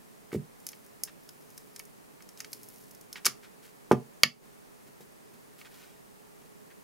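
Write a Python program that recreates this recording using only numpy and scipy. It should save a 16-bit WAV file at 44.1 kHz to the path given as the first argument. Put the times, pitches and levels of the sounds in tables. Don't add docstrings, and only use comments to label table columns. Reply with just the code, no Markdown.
import sys
import numpy as np
from scipy import signal
from scipy.fft import rfft, irfft
from scipy.io import wavfile
from scipy.ndimage import minimum_filter1d

SR = 44100
rng = np.random.default_rng(int(sys.argv[2]) if len(sys.argv) > 2 else 0)


def output_pcm(signal):
    pcm = np.clip(np.atleast_2d(signal).T, -1, 1) * 32767
    wavfile.write(sys.argv[1], SR, np.round(pcm).astype(np.int16))


N = 301203


def amp(db):
    return 10 ** (np.asarray(db) / 20)


def unit(x):
    return x / np.sqrt(np.sum(x ** 2) + 1e-30)


def read(points, hz):
    f, value = np.transpose(points)
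    return np.interp(np.log(hz + 1), np.log(f + 1), value)


def add(mix, s, sound):
    part = mix[round(s * SR):][:len(sound)]
    part += sound[:len(part)]


def colour(x, points, tilt_db=0, size=4096):
    hz = np.maximum(abs(np.fft.fftfreq(size, 1 / SR)), 20)
    log_gain = np.log(amp(read(points, hz) + tilt_db * np.log2(hz)))
    spectrum = np.exp(np.conj(signal.hilbert(log_gain)))
    taps = np.fft.ifft(spectrum).real
    return signal.oaconvolve(x, taps[:size // 2])[:len(x)]


def soften(x, hz, order=2):
    low_pass = signal.butter(order, min(hz, .45 * SR), fs=SR, output="sos")
    return signal.sosfilt(low_pass, x)


def at_level(x, db):
    return amp(db) * unit(x) * np.sqrt(.005 * SR)


def crackle(length, per_s, spread_db):
    chance = rng.random(length)
    size = rng.exponential(1, length)
    sign = rng.standard_normal(length)
    return sign * amp(spread_db * np.minimum(size, 4)) * (chance < per_s / SR)


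def ring(modes, tilt_db=0, opposed=False, size=16384):
    t = np.arange(size) / SR
    out = np.zeros(size)
    for k, (hz, db, t60) in enumerate(modes):
        mode = unit(amp(-60 * t / t60) * np.sin(2 * np.pi * hz * t))
        sign = (-1) ** (k * opposed)
        out += sign * amp(db + tilt_db * np.log2(hz)) * mode
    return unit(out)


def burst(grain, t60, crack_db, tilt_db=0, size=16384):
    t = np.arange(size) / SR
    push = unit(rng.standard_normal(size) * amp(-60 * t / t60))
    push[0] += amp(crack_db)
    return unit(colour(push, grain, tilt_db))


# frequency in Hz, relative level in dB per Hz.
HISS = [(15, -43.5), (25, -9.5), (70, -16.5), (149, -4), (373, -7), (416, -2), (451, -7), (677, -9.5),
        (911, -10.5), (1370, -14), (1520, -16.5), (1740, -14), (3430, -21), (10100, -19), (16000, -22.5)]
# frequency in Hz, width in Hz, boost in dB.
AIR_MODE = (420, 30, 3)
# frequency in Hz, side against mid in dB.
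HISS_WIDTH = [(60, 6.5), (110, 5.5), (200, 10), (380, 6), (700, 5.5), (1290, 4.5), (2380, 1.5),
              (4400, -1.5), (8120, -4.5), (15000, -2.5)]
# frequency in Hz, left against right in dB.
HISS_LEAN = [(60, 0), (200, -3), (700, -1.5), (2400, -.5), (8000, .5)]
HISS_DB = -59


def hiss():
    hz = np.fft.rfftfreq(N, 1 / SR)
    mode_hz, width, mode_db = AIR_MODE
    resonance_db = mode_db / (1 + (2 * (hz - mode_hz) / width) ** 2)
    shape = amp(read(HISS, hz) + resonance_db)
    mid, side = rfft(rng.standard_normal((2, N))) * shape
    side = side * amp(read(HISS_WIDTH, hz))
    lean = amp(read(HISS_LEAN, hz) / 2)
    pair = irfft(np.array([(mid + side) * lean, (mid - side) / lean]), N)
    return amp(HISS_DB) * pair / pair.mean(0).std()


# delay in seconds, strength against the direct sound.
ECHOES = [(.0013, 0.087), (.0021, 0.16), (.0033, .2), (0.017, 0.074)]
# frequency in Hz, time to fall 60 dB in seconds.
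ROOM_T60 = [(120, 0.23), (400, 0.27), (1500, 0.16), (5000, 0.18), (12000, .15)]
# frequency in Hz, level against the direct sound in dB.
ROOM_COLOUR = [(120, -13), (400, -13.5), (1500, -11.5), (5000, -12.5), (12000, -14)]
# frequency in Hz, level in dB.
SCATTER = [(100, -19), (700, -14), (2500, -10), (5000, -14), (9000, -10), (16000, -11)]


def room(x, side_share=.6, onset_s=.003, scatter_t60=0.017, size=22050):
    age = np.arange(size) / SR
    near = np.zeros(size)
    near[0] = 1
    for delay, strength in ECHOES:
        add(near, delay, np.array([strength]))
    hz, t, z = signal.stft(rng.standard_normal((2, size)), SR, nperseg=256)
    t60 = read(ROOM_T60, hz)[:, None]
    decay = amp(read(ROOM_COLOUR, hz)[:, None] - 60 * t / t60)
    z = z * decay * np.sqrt(2 * np.log(1000) / (t60 * SR))
    tail = signal.istft(z, SR, nperseg=256)[1][:, :size]
    mid, side = tail * (1 - np.exp(-age / onset_s))
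    scatter = unit(rng.standard_normal(size) * amp(-60 * age / scatter_t60))
    side = side_share * side + colour(scatter, SCATTER)
    response = unit(near) + np.array([mid + side, mid - side])
    return signal.fftconvolve(x[None], response, axes=1)[:, :N]


# frequency in Hz, relative energy in dB, t60 in seconds.
TABLE_MODES = [(210, -12.5, 0.15), (429, 4.5, .045), (470, -7.5, 0.14), (593, -5.5, 0.036),
               (734, -3.5, 0.057), (840, -5, .03), (990, -9, .03), (1190, -13, 0.13), (1310, -22, 0.057)]
# frequency in Hz, relative level in dB per Hz.
TABLE_GRAIN = [(60, -37), (120, -8.5), (300, -6.5), (1200, -2), (2400, -6), (3500, -6), (5000, -6),
               (16000, -16.5)]
# frequency in Hz, relative energy in dB, t60 in seconds.
STANDING = [(128, -7, 0.14), (151.4, -2, 0.15), (197, -2.5, .14), (238, 2.5, 0.14), (272, -13, .08),
            (370, 1.5, 0.085), (400, -5, .06)]


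def thump(hz, grain_db=-11, boom_db=-3, boom_delay_s=.009):
    blow = ring(TABLE_MODES) + amp(grain_db) * burst(TABLE_GRAIN, t60=.06, crack_db=-11.5)
    add(blow, boom_delay_s, amp(boom_db) * ring(STANDING, opposed=True))
    return soften(blow, hz, order=4)


# start in seconds, level in dB over 5 ms, hardness as a cut-off in Hz.
TOUCHES = [(4.866, -50, 300), (5.005, -46, 798), (5.33, -50.5, 260), (6.412, -56.5, 700),
           (6.447, -54.5, 1100)]


def fingertips():
    out = np.zeros(N)
    for s, db, hz in TOUCHES:
        add(out, s, at_level(thump(hz), db))
    return out


# start in seconds, length in seconds, rms level in dB, tilt in dB per octave.
RUBS = [(.322, .052, -52.5, 3), (1.073, 0.031, -54.5, -3), (2.379, .049, -56, 4.5),
        (3.157, .045, -49.5, -3), (3.427, .052, -57.5, -2), (3.623, 0.1, -60.5, 2.5),
        (5.581, 0.06, -57.5, 3), (5.646, 0.043, -56, -2), (5.698, 0.29, -61.5, 2),
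        (5.8, 0.077, -62.5, -3.5), (6.701, 0.034, -61, -3)]
# frequency in Hz, relative level in dB per Hz.
RUB_COLOUR = [(80, -43), (300, -18.5), (900, -13), (1400, 1.5), (2500, 1), (4000, -2.5), (8000, -7.5),
              (16000, -11)]
SLIP_S, SLIP_DB, SLIP_TILT_DB = 0.037, -13.5, 3


def rubs():
    out = np.zeros(N)
    landings = [(s, SLIP_S, db + SLIP_DB, SLIP_TILT_DB) for s, db, _ in TOUCHES]
    for s, length, db, tilt_db in list(RUBS) + landings:
        u = np.linspace(0, 1, max(round(length * SR), 64))
        swell = np.sin(np.pi * np.sqrt(u))
        slips = crackle(len(u), per_s=4000, spread_db=1.1) * swell
        add(out, s, amp(db) * np.sqrt(len(u)) * unit(colour(slips, RUB_COLOUR, tilt_db)))
    return out


# start in seconds, level in dB over 5 ms, hardness as a cut-off in Hz.
KNOCKS = [(0.3281, -26.5, 400), (0.3457, -21, 480), (0.3541, -21.5, 165), (3.2625, -33.5, 1500),
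          (3.9132, -7, 2600), (4.2342, -25.5, 239.6)]
ROCK_S, ROCK_DB, ROCK_HZ = .0215, -11.5, 260


def table(count=3):
    out = np.zeros(N)
    for s, db, hz in KNOCKS:
        for k in range(count):
            hardness = min(hz, ROCK_HZ) if k else hz
            add(out, s + k * ROCK_S, at_level(thump(hardness), db + k * ROCK_DB))
    return out


# frequency in Hz, relative energy in dB, t60 in seconds.
FRAME_MODES = [(1135, -14, 0.042), (1282, -9, 0.059), (1750, -13.5, 0.051), (1905, -8.5, .06),
               (2080, -3.5, .02), (2255, -0.5, 0.04), (2665, -6, .06), (2910, -9.5, 0.044),
               (3094, -7.5, 0.0403), (3380, -11, 0.014), (3920, -23, .09), (4260, -12.5, .04),
               (4560, -4.5, 0.039), (4990, -2, .018), (5600, -10, .03), (6100, -14, .025),
               (6930, -16, 0.074), (9800, -15.5, .01), (12290, -18, .007)]
# frequency in Hz, relative level in dB per Hz.
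FRAME_GRAIN = [(60, -40.5), (200, -13.5), (700, -6), (1300, -2.5), (3200, -1.5), (6500, -3), (8500, -15.5),
               (12000, -11), (16000, -18.5)]
# start in seconds, level in dB over 5 ms, hardness as a cut-off in Hz.
CLACKS = [(0.3173, -46.5, 1490), (.3295, -42.5, 1590), (.351, -47, 1480), (0.731, -48, 9050),
          (1.797, -44, 3900), (2.205, -53.5, 1480), (2.404, -43.5, 7050), (2.445, -44.5, 7000),
          (3.1565, -40, 3440), (3.2471, -37, 9000), (3.265, -24, 6900), (3.9135, -38.5, 4060),
          (4.2337, -7.5, 14160), (5.613, -47, 2950)]
CHATTER_S, CHATTER_STRETCH, CHATTER_HZ = .0027, 1.9, 2700
CHATTER_DB, CHATTER_PER_DB = -4.5, 0.75


def frame(grain_db=-6, count=4):
    out = np.zeros(N)
    modes = ring(FRAME_MODES, opposed=True)
    for s, db, hz in CLACKS:
        loss_db = CHATTER_DB + CHATTER_PER_DB * db
        for k in range(count):
            blow = modes + amp(grain_db) * burst(FRAME_GRAIN, t60=0.018, crack_db=-9)
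            hardness = min(hz, CHATTER_HZ) if k else hz
            add(out, s, at_level(soften(blow, hardness), db + k * loss_db))
            s += CHATTER_S * CHATTER_STRETCH ** k
    return out


# frequency in Hz, relative energy in dB, t60 in seconds.
AXLE_MODES = [(2100, 0, 0.016), (5190, 13.5, 0.0089), (6590, 14, 0.0045), (7660, -44.5, .012),
              (9830, -5.5, 0.009), (12600, 6.5, .009), (14500, 6, .009)]
# frequency in Hz, relative level in dB per Hz.
AXLE_GRAIN = [(200, -78.5), (800, -14), (1500, 0.5), (3500, 3), (5500, 12.5), (8000, 9), (11000, 15.5),
              (16000, 4.5)]


def tick(db, tilt_db, grain_db=5):
    modes = ring(AXLE_MODES, tilt_db, opposed=True)
    grain = burst(AXLE_GRAIN, t60=0.025, crack_db=-11, tilt_db=tilt_db)
    return at_level(modes + amp(grain_db) * grain, db)


# start in seconds, level in dB over 5 ms, tilt in dB per octave.
TICKS = [(0.6671, -33.5, 0.5), (0.689, -38, -1.5), (1.0357, -26, 2.5), (1.2906, -45.5, -2.5),
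         (1.578, -43, -2), (1.762, -41.5, -3), (1.794, -39.5, 4), (2.223, -51.5, -3), (2.2906, -48.5, -4),
         (2.3746, -49.5, -4), (2.404, -36, -4.5), (2.4469, -47.5, -5), (2.5309, -35, -1),
         (2.6323, -45.5, 8), (2.6872, -45.5, 8), (3.1287, -38, -1.5), (3.249, -34, -4), (3.2551, -21, -3),
         (3.2599, -20.5, -2.5), (3.2648, -18, -6.5), (3.9168, -36.5, -7), (3.926, -41.5, -6.5)]
SETTLE_S, SETTLE_DB = 0.015, -22


def axle():
    out = np.zeros(N)
    for s, db, tilt_db in TICKS:
        add(out, s, tick(db, tilt_db))
        add(out, s + SETTLE_S, tick(db + SETTLE_DB, tilt_db))
    return out


PUSH_SKEW = .62


def speed(u):
    return abs(np.sin(np.pi * np.clip(u, 0, 1) ** PUSH_SKEW))


PEEL_POWER = 1.2
SNAPS_PER_S, SNAP_DB, SNAP_SPREAD_DB, SNAP_TILT_DB = 28, 3, 3.7, 3
RUMBLE_DB, RUMBLE_HZ = -4.5, 280
# frequency in Hz, relative level in dB per Hz.
PEEL_COLOUR = [(500, -9), (2000, -9), (5500, -2), (8000, -5), (11000, 1), (16000, -1.5)]
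# start in seconds, length in seconds, level of the peeling at top speed in dB.
PUSHES = [(0.561, 0.52, -64), (1.162, 0.96, -66), (2.42, .72, -59)]


def rolling(count=40):
    out = np.zeros(N)
    for s, length, db in PUSHES:
        place, chance = rng.random(count), rng.random(count)
        extra = SNAP_SPREAD_DB * rng.standard_normal(count)
        for u, luck, extra_db in zip(place, chance, extra):
            if luck < speed(u) * SNAPS_PER_S * length / count:
                add(out, s + u * length, tick(db + SNAP_DB + extra_db, SNAP_TILT_DB))
    t = np.arange(N) / SR
    level = sum(amp(db) * speed((t - s) / length) ** PEEL_POWER for s, length, db in PUSHES)
    slips = crackle(N, per_s=2700, spread_db=2.0)
    fizz = unit(colour(slips, PEEL_COLOUR))
    rumble = unit(soften(colour(slips, TABLE_GRAIN), RUMBLE_HZ, order=4))
    return out + level * np.sqrt(N) * (fizz + amp(RUMBLE_DB) * rumble)


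def scene():
    right = room(fingertips() + table() + frame()) * amp([[-1], [1]])
    middle = room(rubs() + axle() + rolling()) * amp([[-.3], [.3]])
    low_cut = signal.butter(6, 100, "high", fs=SR, output="sos")
    return signal.sosfilt(low_cut, right + middle) + hiss()


def limiter(x, threshold_db=-3.5, hold_s=.16, recover_db_per_s=130, attack_s=.003):
    over_db = np.maximum(20 * np.log10(abs(x).max(0) + 1e-9) - threshold_db, 0)
    half = max(round(hold_s * SR / 2), 1)
    held_db = -minimum_filter1d(-over_db, 2 * half + 1, origin=half)
    fall = np.arange(N) / SR * recover_db_per_s
    cut_db = np.maximum.accumulate(held_db + fall) - fall
    r = np.exp(-1 / (attack_s * SR))
    return x * amp(-signal.lfilter([1 - r], [1, -r], cut_db))


EDGE_HZ = 15950


def record(dry):
    x = limiter(dry)
    x = x / (1 + x ** 6) ** (1 / 6)
    band_limit = signal.firwin(255, EDGE_HZ, window=("kaiser", 9), fs=SR)
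    return signal.oaconvolve(x, band_limit[None], "same")


dry = scene()
out = record(dry)
output_pcm(out)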